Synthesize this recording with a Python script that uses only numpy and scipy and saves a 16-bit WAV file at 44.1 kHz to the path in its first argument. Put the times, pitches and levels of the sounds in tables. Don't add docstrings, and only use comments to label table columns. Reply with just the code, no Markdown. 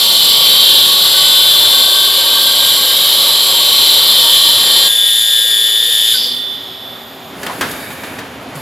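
import sys
import numpy as np
from scipy import signal
from scipy.fft import rfft, irfft, next_fast_len
from scipy.io import wavfile
from scipy.ndimage import uniform_filter1d

SR = 44100
rng = np.random.default_rng(int(sys.argv[2]) if len(sys.argv) > 2 else 0)


def attenuation_scalar(level_db):
    decades = np.asarray(level_db, float) / 20
    return 10 ** decades


def store_pcm(level_fs):
    pcm = np.round(np.clip(level_fs, -1, 1) * 32767).astype(np.int16)
    wavfile.write(sys.argv[1], SR, np.atleast_2d(pcm).T)


N = 379701

T = np.arange(N) / SR
SIZE = next_fast_len(N + SR // 2)
HZ = np.maximum(np.arange(SIZE // 2 + 1) * SR / SIZE, 1)

MAIN_TURN_HZ, BACK_TURN_HZ = 37.28, 15.73
CHATTER_HZ = 94 * MAIN_TURN_HZ
SWITCH_S, LIFT_S = 4.885, 6.133

# t/s, level/dB
CUT_LEVEL = [(0, -8.5), (.6, -7.5), (2.0, -9.5), (3.6, -9.5), (3.75, -8), (4.6, -8.5), (4.88, -9)]
# f/Hz, relative level/dB
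FIRST_COLOUR = [(1180, -25), (2000, -22.5), (2700, -18.5), (3120, -3.5), (3340, -5), (3640, -3),
                (4030, -1.5), (4670, -8.5), (5350, -18), (6570, -22.5), (7340, -13.5), (9020, -18.5),
                (10600, -13), (11900, -11.5), (15500, -28)]
SECOND_COLOUR = [(1180, -33), (2000, -26.5), (2820, -23.5), (2960, -9), (3520, -2.5), (4250, -17),
                 (4950, -16.5), (5930, -29), (7220, -18.5), (9100, -32), (9820, -23), (10200, -16.5),
                 (10900, -15.5), (14200, -24.5), (15500, -37)]
# f/Hz, level/dB before a 2.5 dB trim
FIRST_MARKS = [(3058, -16), (3095, -19), (3170, -14), (3241, -17), (3755, -18), (3880, -18), (3914, -14),
               (4157, -16)]
# f/Hz, level/dB
SECOND_MARKS = [(3541, -17), (3616, -16), (3728, -21)]
# f/Hz, width/Hz, boost level/dB
HOLDER_RINGS = [(7520, 200, 8.5), (7980, 39, 1), (10460, 290, 4), (11180, 150, 6), (11400, 65, 3),
                (12070, 390, 8)]
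# t/s, level/dB
CHATTER_LEVEL = [(0, -20), (.55, -18), (.7, -15.5), (1.05, -19), (1.2, -16), (1.7, -11.5), (2.4, -21),
                 (3.3, -25), (3.9, -17.5), (5.5, -14), (6.1, -16), (6.2, -19), (6.54, -22.5), (6.62, -33),
                 (6.9, -32.5), (7.0, -38.5), (7.4, -52)]
# multiple of the note, offset f/Hz, level/dB
CHATTER_OVERTONES = [(2, 1, -6.5), (3, -2, -5), (3, -36, -0.5), (4, 3, -21)]
# offset f/Hz, full from t/s, level/dB before a 4 dB lift, rise/(dB/s), sinks from t/s, fall/(dB/s)
HALF_PITCH_NOTES = [(0, 6.0, -33, 4.5, 6.08, 60), (-126.8, 4.86, -35.5, 25, 5.5, 14),
                    (126.8, 4.9, -35.5, 8, 5.9, 8)]
# t/s, share added left and taken from the right
CHATTER_PLACE = [(4.1, 0.25), (4.4, 0.14), (6.1, 0.13), (6.35, -0.43)]
# f/Hz, width/Hz, relative level/dB per Hz of width
FRAME_RINGS = [(534, 134, -2.5), (931, 40, 2), (1119, 75, 3.5)]
# f/Hz, relative level/dB
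FRAME_COLOUR = [(24, -53), (40, -19.5), (430, -9), (531, -3.5), (928, -5.5), (1010, -10), (1120, -5.5),
                (1360, -12), (2600, -11.5), (3380, -5), (5720, -120)]
# t/s, casing level/dB, bright crack level/dB, own note f/Hz, own note level/dB
SLIDE_KNOCKS = [(7.430, -22, -24, 1610, -31), (7.464, -22.5, -21, 3050, -20),
                (7.489, -50.5, -44, 1010, -9.5), (7.61, -13, -18, 1650, -11), (7.619, -33, -36, 484, -27),
                (7.708, -38.5, -12, 3700, -27), (7.903, -30, -31, 2380, -27),
                (8.034, -24.5, -33, 1300, -33), (8.186, -24, -43, 1900, -26), (8.549, -37, -30, 143, -21)]
# f/Hz, width/Hz, relative level/dB
CASING_MODES = [(265, 57, -15), (825, 590, 6), (1430, 880, 9), (1730, 260, 8), (2240, 820, -2),
                (2930, 700, 0)]
# f/Hz, width/Hz, level/dB
SLIDE_RINGS = [(1700, 460, -38), (2320, 290, -41), (3720, 280, -44.5)]
# multiple of the motor's beat, relative level/dB
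DRIVE_LINES = [(0, 0), (1, -1), (-1, -3), (6.3, -11), (7.9, -7), (-7.9, -9)]
# start t/s, end t/s, start f/Hz, end f/Hz, level/dB
MACHINE_WHINES = [(.4, 4.9, 383, 383, -43), (5.35, 7.5, 383, 383, -46), (5.2, 5.8, 1290, 1130, -52),
                  (6.2, 6.42, 222, 255, -44), (6.5, 7.5, 233, 233, -49), (1.2, 4.2, 608, 608, -43),
                  (6.7, 7.5, 770, 770, -51), (6.125, 6.185, 1600, 1460, -30), (6.4, 8.7, 6740, 6740, -56)]
# start t/s, end t/s, f/Hz, width/Hz, level/dB
ROUGH_HUMS = [(4.6, 6.4, 494, 77, -43), (0.69, 10, 117.4, 14, -55)]
# start t/s, end t/s, rise/s, level/dB, fall/(dB/s), negative where the blast grows
AIR_BLASTS = [(6.196, 6.8, 0.044, -30.5, 70), (7.345, 7.747, 0.08, -40.5, -10),
              (7.602, 8.218, 0.17, -35.5, 23), (8.538, 8.7, .03, -42, 0)]
# f/Hz, relative level/dB
HISS_COLOUR = [(2350, -36), (4000, -8), (4690, -1), (5910, -13), (6960, -3), (8350, -9.5), (11300, 1.5),
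               (15500, -12)]
# start t/s, duration/s, level/dB, bass against the rest level/dB
DRONE_STEPS = [(4.89, 0.31, -40.5, -10), (6.1, 0.073, -36, 4), (7.201, 0.32, -30.5, 7)]
# f/Hz, relative level/dB
DRONE_COLOUR = [(35, -38), (60, -9), (211, -7.5), (271, 1.5), (301, -7), (683, -1.5), (2720, -11.5),
                (3090, -11), (6040, -25), (9000, -32), (11700, -68)]
# f/Hz, level/dB
NEAR_SIDE = [(100, -44), (380, -20.5), (1000, -9), (2200, -28), (3000, -25.5), (4800, -15), (6000, -31),
             (7400, -22), (15000, -35)]
FAR_SIDE = [(100, -44), (380, -18.5), (1290, -10.5), (4400, -9.5), (15000, -23)]


def unit(x):
    return x / np.sqrt(np.mean(x ** 2))


def shape(x, gain):
    return irfft(rfft(x, SIZE) * gain, SIZE)[:N]


def noise(gain):
    return unit(shape(rng.standard_normal(N), gain))


def colour(points):
    hz, db = np.transpose(points)
    return attenuation_scalar(np.interp(np.log(HZ), np.log(hz), db))


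def ring(hz, width):
    return 1 / (1 + 2j * (HZ - hz) / width)


def repeat(turn_hz, memory):
    keep = np.clip(memory, 0, .95)
    return np.sqrt(1 - keep ** 2) / (1 - keep * np.exp(-2j * np.pi * HZ / turn_hz))


def curve(table):
    s, value = np.transpose(table)
    return np.interp(T, s, value)


def gate(start, end, edge=.01):
    return np.clip((T - start) / edge, 0, 1) * np.clip((end - T) / edge, 0, 1)


def walk(rate):
    k = max(int(SR / rate / 16), 1)
    held = np.repeat(rng.standard_normal(N // 16 // k + 2), k)
    slewed = uniform_filter1d(uniform_filter1d(held, k), k)
    return np.interp(T, np.arange(len(held)) * 16 / SR, slewed)


def tone(hz, waver_db, drift_hz, rate=12):
    phase = 2 * np.pi * np.cumsum(hz + drift_hz * walk(rate)) / SR + 7 * rng.random()
    return np.sqrt(2) * attenuation_scalar(waver_db * walk(rate)) * np.sin(phase)


def swell(top, full, rise, end, fall):
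    return top - rise * np.maximum(full - T, 0) - fall * np.maximum(T - end, 0)


def fade(first_db_s, linger_db, linger_db_s):
    age = np.maximum(T - LIFT_S, 0)
    return np.maximum(attenuation_scalar(-first_db_s * age), attenuation_scalar(linger_db - linger_db_s * age))


def wander(x, depth_db):
    _, _, z = signal.stft(x, nperseg=1024)
    strands = rng.standard_normal(z.shape)
    for _ in range(2):
        strands = uniform_filter1d(strands, size=20, axis=1)
    strands = unit(uniform_filter1d(strands, size=2, axis=0))
    return signal.istft(z * attenuation_scalar(depth_db * strands), nperseg=1024)[1][:N]


def cut(first):
    holder = attenuation_scalar(sum(db * abs(ring(hz, w)) ** 2 for hz, w, db in HOLDER_RINGS))
    main = repeat(MAIN_TURN_HZ, 0.5 / (1 + (HZ / 8000) ** 2))
    back = repeat(BACK_TURN_HZ, 0.5 / (1 + (HZ / 7000) ** 2))
    share = np.clip((HZ - 3450) / 150, 0, 1) * np.clip((6000 - HZ) / 800, 0, 1)
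    first_cut = noise(colour(FIRST_COLOUR) * holder * (share * back + (1 - share) * main))
    steady = repeat(MAIN_TURN_HZ, .84 / (1 + (HZ / 11000) ** 2) / (1 + (2700 / HZ) ** 8))
    second_cut = noise(colour(SECOND_COLOUR) * holder ** 0.69 * steady)

    first_marks = sum(attenuation_scalar(db + 3.0 * walk(2.5)) * tone(hz, 1.3, 2.554) for hz, db in FIRST_MARKS)
    first_cut = wander(first_cut, 2.2) + attenuation_scalar(-2.5) * first_marks
    second_marks = sum(attenuation_scalar(db) * tone(hz, 0.99, 0.63) for hz, db in SECOND_MARKS)
    second_cut = attenuation_scalar(-1.0) * wander(second_cut, 0.33) + second_marks
    sound = first * first_cut + (1 - first) * second_cut

    treble = shape(sound, np.clip((HZ - 5600) / 800, 0, 1))
    treble_rms = np.sqrt(uniform_filter1d(treble ** 2, SR // 20) + 1e-12)
    burst_db = np.exp(-((T - LIFT_S) / 0.086) ** 2)
    body_db = first * curve(CUT_LEVEL) + (1 - first) * -12.5 + burst_db
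    second_chips_db = swell(-19.5, 0, 0, SWITCH_S, 2)
    chips_db = first * -17 + (1 - first) * second_chips_db + 2 * burst_db
    flicker_db = 0.62 * walk(60) + 0.8 * walk(9.2)
    body = attenuation_scalar(body_db + 0.55 * flicker_db) * fade(42, -5, 19.4) * (sound - treble)
    chips_gain = attenuation_scalar(chips_db + flicker_db + 0.52 * walk(130)) * fade(77, -36.5, 28)
    return body + chips_gain * treble / treble_rms


def chatter():
    overtones = sum(attenuation_scalar(db) * tone(k * CHATTER_HZ + shift, 2.3, 1.84) for k, shift, db in CHATTER_OVERTONES)
    bite_db = np.maximum(swell(-25, 4.5, 13, N, 0), -60)
    bite_db = bite_db + swell(0, 0, 0, LIFT_S, 250)
    throb = 1 + .65 * gate(SWITCH_S, LIFT_S) * np.cos(2 * np.pi * 3 * MAIN_TURN_HZ * T)
    note = attenuation_scalar(curve(CHATTER_LEVEL)) * throb * tone(CHATTER_HZ, 0.73, 1.53)
    out = note + attenuation_scalar(bite_db) * overtones
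    half_phase = 2 * np.pi * np.cumsum(CHATTER_HZ / 2 + 1.5 * walk(11)) / SR
    for shift, full, db, rise, end, fall in HALF_PITCH_NOTES:
        half_note = attenuation_scalar(4 + 2.2 * walk(18)) * np.sin(half_phase + 2 * np.pi * shift * T) * gate(3.9, 9, .3)
        out = out + attenuation_scalar(swell(db, full, rise, end, fall)) * fade(300, -5, 6) * half_note
    return out


def squeal():
    top_hz, top_s = 4820, 6.2
    hz = swell(top_hz, top_s, 4000, top_s, 1400)
    glide = np.sqrt(2) * np.sin(2 * np.pi * np.cumsum(hz) / SR)
    gain = attenuation_scalar(swell(-19, 0, 0, 6.25, 75)) * gate(6.125, 9, .04) * gate(0, 6.52, .2)
    return gain * glide * (0.4 + noise(ring(0, 750) ** 2))


def riser():
    start_s, low_hz, top_hz, climb_s = .85, 1470, 1650, 1.8
    hz = top_hz - (top_hz - low_hz) * np.exp((start_s - T) / climb_s)
    glide = np.exp(2j * np.pi * np.cumsum(hz) / SR)
    scatter = 1 + noise(ring(0, 45) ** 2) + 1j * noise(ring(0, 45) ** 2)
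    return attenuation_scalar(swell(-31, 2.05, 6, 2.45, 14)) * gate(start_s, 9, .2) * np.real(glide * scatter)


def frame(first):
    rings = unit(sum(attenuation_scalar(db) * noise(ring(hz, w) ** 2) * np.sqrt(w) for hz, w, db in FRAME_RINGS))
    bed = noise(colour(FRAME_COLOUR)) * attenuation_scalar(1.2 * walk(6.34))
    return first * (attenuation_scalar(-29.0) * rings + attenuation_scalar(-29.5) * bed + riser())


def knocks():
    casing = noise(sum(attenuation_scalar(db) * ring(hz, w) for hz, w, db in CASING_MODES))
    low = noise(ring(280, 470) ** 2)
    high = noise(ring(8300, 11000) ** 2)
    white = rng.standard_normal(N)
    out = np.zeros(N)
    for s, db, crack_db, hz, note_db in SLIDE_KNOCKS:
        thud_db = -12 + 0.76 * db
        t60_s = 0.095 * (1000 / hz) ** 0.32
        on = slice(int(s * SR), N)
        age = T[on] - T[on][0]
        attack = np.clip(age / (0.00015 * attenuation_scalar(-.9 * db)), 0, 1)
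        fall = attack * attenuation_scalar(-60 * age / max(t60_s, .02))
        tail = np.clip(age / 0.0058, 0, 1) * attenuation_scalar(-10.5 - 60 * age / 0.86)
        note = unit(signal.lfilter(*signal.iirpeak(hz, 9.0, fs=SR), white[on]))
        body = (attenuation_scalar(db) * casing[on] + attenuation_scalar(thud_db) * low[on]) * (fall + tail)
        crack = attenuation_scalar(crack_db) * high[on] * fall ** 1.9
        out[on] += body + attenuation_scalar(note_db) * note * fall + crack
    return out


def slide():
    rush = sum(attenuation_scalar(db) * noise(ring(hz, w) ** 2) for hz, w, db in SLIDE_RINGS)
    return gate(7.7, 8.24, 0.023) * attenuation_scalar(2 * walk(20)) * rush


def drive():
    carrier_hz, end_s = 11999, 7.4
    beat_hz = swell(142, 0, 0, LIFT_S, 82)
    lines = 0
    for k, db in DRIVE_LINES:
        line_end_s = end_s - .2 * (k != 0)
        lines = lines + attenuation_scalar(db) * tone(carrier_hz + k * beat_hz, 4.5, 5) * gate(LIFT_S, line_end_s, .1)
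    return attenuation_scalar(-48) * lines


def whines():
    out = 0
    for start, end, hz0, hz1, db in MACHINE_WHINES:
        hz = np.interp(T, [start, end], [hz0, hz1])
        out = out + attenuation_scalar(db) * tone(hz, 2.7, hz0 / 700, 25) * gate(start, end, 0.028)
    return out


def hums():
    return sum(attenuation_scalar(db) * noise(ring(hz, w) ** 2) * gate(a, b, 0.021) for a, b, hz, w, db in ROUGH_HUMS)


def air(first):
    blasts = 0
    for start, end, rise, db, fall in AIR_BLASTS:
        level = attenuation_scalar(swell(db, 0, 0, start + rise, fall))
        blasts = blasts + level * np.clip((T - start) / rise, 0, 1) * gate(-1, end, .03)
    return ((1 - first) * attenuation_scalar(-47) + blasts) * attenuation_scalar(1.2 * walk(36)) * noise(colour(HISS_COLOUR))


def hall(first):
    drone_db, bass_db = -35.5, DRONE_STEPS[0][3]
    for s, takes, db, low_db in DRONE_STEPS:
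        step = np.clip((T - s) / takes, 0, 1)
        drone_db = drone_db + step * (db - drone_db)
        bass_db = bass_db + step * (low_db - bass_db)
    whole = noise(colour(DRONE_COLOUR))
    bass = shape(whole, 1 / (1 + (HZ / 380) ** 4))
    return (1 - first) * attenuation_scalar(drone_db + 1.5 * walk(8)) * (whole + (attenuation_scalar(bass_db) - 1) * bass)


def diffuse_tail():
    tail = rng.standard_normal(SR // 3) * attenuation_scalar(-60 * T[:SR // 3] / .3)
    return rfft(tail / np.sqrt(np.sum(tail ** 2)), SIZE)


def scene():
    first = gate(-1, SWITCH_S, 0.0042)
    note = chatter()
    near = cut(first) + note + frame(first) + squeal()
    far = hall(first) + air(first) + hums() + whines() + knocks() + drive() + slide()
    blur = diffuse_tail()
    side = shape(near, colour(NEAR_SIDE) * blur) + shape(far, colour(FAR_SIDE) * blur)
    side = side + 0.015 * shape(near, abs(ring(4400, 2000))) + curve(CHATTER_PLACE) * note
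    return np.array([near + far + side, near + far - side])


def band_limit(x):
    return signal.sosfilt(signal.butter(12, 15610, fs=SR, output="sos"), x)


def record(dry):
    cut_bass = signal.sosfilt(signal.butter(2, 80, "high", fs=SR, output="sos"), dry)
    mix = np.clip(cut_bass, -1, 1)
    return band_limit(mix)


dry = scene()
out = record(dry)
store_pcm(out)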